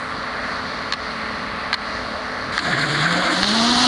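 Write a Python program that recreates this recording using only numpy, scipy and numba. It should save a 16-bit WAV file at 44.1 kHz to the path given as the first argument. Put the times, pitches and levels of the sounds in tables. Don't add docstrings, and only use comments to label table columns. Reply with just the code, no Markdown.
import sys
import numpy as np
from scipy import signal
from scipy.fft import rfft, irfft
from scipy.io import wavfile
from scipy.ndimage import uniform_filter1d, map_coordinates
from numba import njit

SR = 44100
rng = np.random.default_rng(int(sys.argv[2]) if len(sys.argv) > 2 else 0)


def store_wav(level_fs):
    pcm = np.round(np.clip(np.atleast_2d(level_fs), -1, 1) * 32767)
    wavfile.write(sys.argv[1], SR, pcm.T.astype(np.int16))


N = 170667

CYCLE_HZ, FIRINGS_PER_CYCLE = 14.078, 8
SPEED_WANDER_SHARE, FIRING_DEPTH = 0.000685, 0.46
CLATTER_DB, RUSH_DB = -33.5, -29
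# (multiple of cycle rate [-], mid level [dB])
ENGINE_ORDERS = [(6, -57.5), (7, -53.5), (12, -52.5), (18, -43.5), (21, -51.5), (31, -45), (39, -48.5),
                 (42, -55), (71, -50), (72, -55.5), (75, -49.5), (77, -43.5), (78, -51.5), (80, -44),
                 (81, -45), (82, -59.5), (85, -40), (86, -57.5), (87, -45.5), (90, -54.5), (93, -42.5),
                 (99, -45), (100, -48), (107, -51.5), (108, -49), (111, -54.5), (123, -45.5)]
# (frequency [Hz], relative density [dB per Hz])
CLATTER_SPECTRUM = [(40, -10.5), (190, -8.5), (370, -16), (600, -4.5), (900, -3.5), (1150, 0.5), (1500, -1),
                    (2000, -12), (2700, -14), (4300, -10.5), (6000, -33.5)]
# (frequency [Hz], mid level before swell [dB])
BLOWER_TONES = [(59.2, -54), (190.5, -53.5), (216.8, -45.5), (434, -55.5), (868, -48), (2876, -57)]
# (time [s], level [dB])
BLOWER_SWELL_DB = [(0, -8), (.6, -1), (1.3, 4), (2.2, 2.5), (3.87, -5)]
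# (frequency [Hz], relative density [dB per Hz])
RUSH_SPECTRUM = [(20, -20), (55, 1.5), (115, -2), (220, 1), (350, -4.5), (480, -3), (600, 3), (850, -4.5),
                 (1300, 0.5), (2000, 3), (2400, -7), (3000, -14.5), (3700, -12), (4400, -4), (4900, -12.5),
                 (5400, -19.5), (6000, -20), (6500, -27), (8000, -34), (9400, -32), (11000, -50.5)]
# (time [s], level before scaling by ring time [dB], ring time [s],
# centre of strongest ringing [Hz], thud peak scale [dB])
CLACK_EVENTS = [(0.923, -8, 0.0021, 3000, -45), (0.9343, -13.5, 0.0053, 3060, -45),
                (1.7288, -6, 0.0034, 2200, -48), (1.7407, -8, .004, 3700, -45),
                (2.5788, -1.5, 0.001, 1500, -27), (2.59, -11, 0.0047, 2390, -34),
                (3.431, 0.5, 0.001, 3040, -13), (3.442, -7.5, 0.0023, 3000, -23)]
# (frequency [Hz], nominal width [Hz], level before fall from centre [dB])
CLACK_RESONANCES = [(1210, 230, 7.5), (1630, 170, 7), (1880, 240, 1), (2810, 430, -0.5), (3840, 195, -2.5),
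                    (4180, 310, 6.5), (5680, 290, -29), (8800, 1200, -15)]
CLACK_FALL_DB_PER_OCT = 5.5
THUD_HZ, THUD_DECAY_S = 70, 0.004
LANCE_OPENS_S, LANCE_RISE_S = 2.505, 0.02
# (time [s], splash in soil [dB], open spray [dB])
LANCE_LEVELS = [(2.5, -70, -86), (2.525, -27.5, -39), (2.57, -32, -28.5), (2.61, -23, -38),
                (2.66, -22, -45), (2.74, -20.5, -54), (2.9, -19, -54), (3.05, -17.5, -54), (3.2, -18, -59),
                (3.33, -16.5, -25.5), (3.38, -21.5, -21.5), (3.47, -31, -17), (3.55, -23, -16.5),
                (3.75, -23.5, -14.5), (3.87, -25, -10.5)]
# (frequency [Hz], relative density [dB per Hz])
SPLASH_SPECTRUM = [(100, -19), (170, -10.5), (310, 4.5), (460, -20), (700, 0.5), (880, -12.5), (1020, -1),
                   (1250, -1), (1600, 0), (2200, -4.5), (2600, -17), (3300, -8), (4400, -5.5),
                   (4900, -12.5), (5300, -24), (5900, -30.5), (6400, -21.5), (7200, -18.5), (8000, -26),
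                   (9000, -24), (9700, -32.5), (11000, -28.5)]
# (frequency [Hz], relative density [dB per Hz])
SPRAY_SPECTRUM = [(120, -6.5), (330, -2.5), (500, -13.5), (800, -6), (1250, -4.5), (1900, -8),
                  (2400, -17.5), (2900, -5.5), (3600, -2.5), (4400, 0.5), (5200, -10), (6500, -13),
                  (7700, -23), (9000, -20), (11000, -28.5)]
GURGLES_PER_S, GURGLE_DB = 45, 2
# (time [s], level [dB], centre [Hz])
SLURP_TRACK = [(2.6, -60, 1700), (2.67, -25.5, 1630), (2.72, -28, 1780), (2.8, -16.5, 1590),
               (2.85, -26, 1590), (3.06, -19, 1610), (3.25, -36, 1460), (3.4, -45, 1400)]
SLURP_WIDTH_HZ, SLURPS_PER_S, SLURP_DB = 240, 55, 4.5
# (time [s], lowest resonance [Hz], its level [dB],
# level of higher resonances [dB], rms pitch wobble [share])
HOLE_TRACK = [(2.6, 190.5, -41, -69, .1), (2.68, 162.8, -28, -33.5, 0.12), (2.78, 157.6, -27, -38, 0.08),
              (2.86, 157.2, -27.5, -34.5, 0.16), (2.95, 143.4, -25.5, -40, 0.057),
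              (3.05, 166, -21.5, -36.5, 0.018), (3.18, 181, -25, -29, 0.02),
              (3.32, 187.2, -39.5, -34.5, 0.053), (3.38, 184.2, -23, -32.5, .02),
              (3.54, 221.5, -18, -31, 0.0088), (3.66, 234.8, -18, -24, 0.011),
              (3.78, 246.8, -17.5, -26, 0.012), (3.87, 254, -15.5, -21, 0.0065)]
# (multiple of lowest [-], nominal width [Hz], relative level [dB])
HOLE_OVERTONES = [(1.5, 78, -13), (2, 19, -10), (2.97, 11.2, 1.5), (3.97, 16, -1), (5.05, 27, -2)]
NOTE_FLUTTER_DB = 1.6
SENSE_S, HOLD_S, RELEASE_S = 0.0051, 0.039, 0.032
THRESHOLD_DB, RATIO = -22, 1.6
TOP_HZ = 11080


def undb(db):
    return 10 ** (np.asarray(db) / 20)


def unit(x):
    return x / np.sqrt(np.mean(x ** 2))


def noise():
    return rng.standard_normal(N)


def walk(rate_hz):
    hold = max(int(SR / rate_hz), 1)
    steps = noise()[np.arange(N) // hold]
    return unit(uniform_filter1d(uniform_filter1d(steps, hold), hold))


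def curve(table, axis):
    rows = np.array(table)
    return np.interp(np.arange(N) / SR, rows[:, 0], rows[:, axis])


def tone(cycles):
    return np.sqrt(2) * np.sin(2 * np.pi * (cycles + rng.random()))


def colour(x, spectrum_points):
    hz, db = np.array(spectrum_points).T
    f_hz = np.maximum(np.fft.rfftfreq(N, 1 / SR), 1)
    gain = undb(np.interp(np.log(f_hz), np.log(hz), db))
    low_cut = np.minimum(f_hz / hz[0], 1)
    return unit(irfft(rfft(x) * gain * low_cut, N))


@njit
def svf(x, hz, width_hz):
    y, band, low = np.empty(len(x)), 0., 0.
    for i in range(len(x)):
        g, k = np.tan(np.pi * hz[i] / SR), width_hz / hz[i]
        v = (band + g * (x[i] - low)) / (1 + g * (g + k))
        band, low, y[i] = 2 * v - band, low + 2 * g * v, k * v
    return y


def ring(x, hz, width_hz):
    hz = hz * np.ones(len(x))
    return svf(svf(x, hz, 2. * width_hz), hz, 2. * width_hz)


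def churn(x, rate_hz, depth_db, count=9):
    f_hz = np.maximum(np.fft.rfftfreq(N, 1 / SR), 1)
    place = np.interp(np.log(f_hz), np.log([300, 9000]), [0, count - 1])
    spectrum = rfft(x)
    out = np.zeros(N)
    for k in range(count):
        band = irfft(spectrum * np.maximum(1 - abs(place - k), 0), N)
        out += band * undb(depth_db * walk(rate_hz))
    return unit(out)


def engine():
    turns = np.cumsum(CYCLE_HZ * (1 + SPEED_WANDER_SHARE * walk(2))) / SR
    size = int(SR / CYCLE_HZ)
    pattern = irfft(np.exp(2j * np.pi * rng.random(size // 2 + 1)), size)
    repeated = unit(map_coordinates(pattern, [turns % 1 * size], mode="grid-wrap"))
    knocks = repeated + 0.75 * noise()
    throb = 1 + FIRING_DEPTH * np.cos(2 * np.pi * FIRINGS_PER_CYCLE * turns)
    orders = sum(undb(db + 0.59 * walk(3.8)) * tone(k * turns) for k, db in ENGINE_ORDERS)
    return undb(CLATTER_DB) * colour(knocks * throb, CLATTER_SPECTRUM) + orders


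def suction():
    warped_s = np.cumsum(1 + 0.00346 * walk(3.277)) / SR
    tones = sum(undb(db + 0.83 * walk(4.58)) * tone(hz * warped_s) for hz, db in BLOWER_TONES)
    rush = churn(colour(noise(), RUSH_SPECTRUM), rate_hz=8.98, depth_db=1.9)
    return undb(curve(BLOWER_SWELL_DB, axis=1)) * tones + undb(RUSH_DB) * rush


def clacks():
    out, t_s = np.zeros(N), np.arange(SR // 16) / SR
    thud = np.sin(2 * np.pi * THUD_HZ * t_s) * np.exp(-t_s / THUD_DECAY_S)
    for start_s, db, ring_s, centre_hz, thud_db in CLACK_EVENTS:
        push = rng.standard_normal(len(t_s)) * np.exp(-t_s / ring_s)
        body = np.zeros(len(t_s))
        for hz, width_hz, mode_db in CLACK_RESONANCES:
            fall_db = CLACK_FALL_DB_PER_OCT * abs(np.log2(hz / centre_hz))
            body += undb(mode_db - fall_db) * unit(ring(push, hz, width_hz))
        clack = undb(db) * unit(body) * np.sqrt(ring_s / t_s[-1])
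        i = int(start_s * SR)
        out[i:i + len(t_s)] += clack + undb(thud_db) * thud
    return out


def lance():
    splash = colour(noise() * undb(0.98 * walk(400)), SPLASH_SPECTRUM)
    splash = churn(splash, rate_hz=GURGLES_PER_S, depth_db=GURGLE_DB)
    spray = colour(noise() * undb(0.7 * walk(600)), SPRAY_SPECTRUM)
    spray = churn(spray, rate_hz=45, depth_db=1.3)
    return undb(curve(LANCE_LEVELS, axis=1)) * splash + undb(curve(LANCE_LEVELS, axis=2)) * spray


def slurp():
    bursts = unit(undb(SLURP_DB * walk(SLURPS_PER_S)))
    mud = unit(ring(noise(), curve(SLURP_TRACK, axis=2), SLURP_WIDTH_HZ))
    return undb(curve(SLURP_TRACK, axis=1)) * bursts * mud


def howl(hz, width_hz):
    note = ring(noise(), hz, width_hz)
    return note / np.sqrt(uniform_filter1d(note ** 2, SR // 14) + 1e-18)


def hole():
    hz = curve(HOLE_TRACK, axis=1) * (1 + curve(HOLE_TRACK, axis=4) * walk(70))
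    note = np.sqrt(2) * np.sin(2 * np.pi * np.cumsum(hz) / SR)
    note = note * undb(NOTE_FLUTTER_DB * walk(50))
    upper = sum(undb(db) * howl(k * hz, width_hz) for k, width_hz, db in HOLE_OVERTONES)
    return undb(curve(HOLE_TRACK, axis=2)) * note + undb(curve(HOLE_TRACK, axis=3)) * upper


def scene():
    valve = np.clip((np.arange(N) / SR - LANCE_OPENS_S) / LANCE_RISE_S, 0, 1)
    water = lance() + slurp() + hole()
    mono = engine() + suction() + clacks() + valve * water
    return np.array([mono, mono])


@njit
def ride(wanted, hold, release):
    out, gain, wait = np.empty(len(wanted)), 1., 0.
    for i in range(len(wanted)):
        wait -= 1
        if wanted[i] < gain:
            gain, wait = wanted[i], hold
        elif wait < 0:
            gain += (1 - gain) / release
        out[i] = gain
    return out


def record(dry):
    power = uniform_filter1d(dry[0] ** 2, int(SENSE_S * SR))
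    loudness = np.sqrt(abs(power)) + 1e-9
    wanted = np.minimum(undb(THRESHOLD_DB) / loudness, 1) ** (1 - 1 / RATIO)
    gain = ride(wanted, float(HOLD_S * SR), float(RELEASE_S * SR))
    top_cut = signal.ellip(16, 0.1, 90, TOP_HZ, fs=SR, output="sos")
    return signal.sosfilt(top_cut, dry * gain)


dry = scene()
out = record(dry)
store_wav(out)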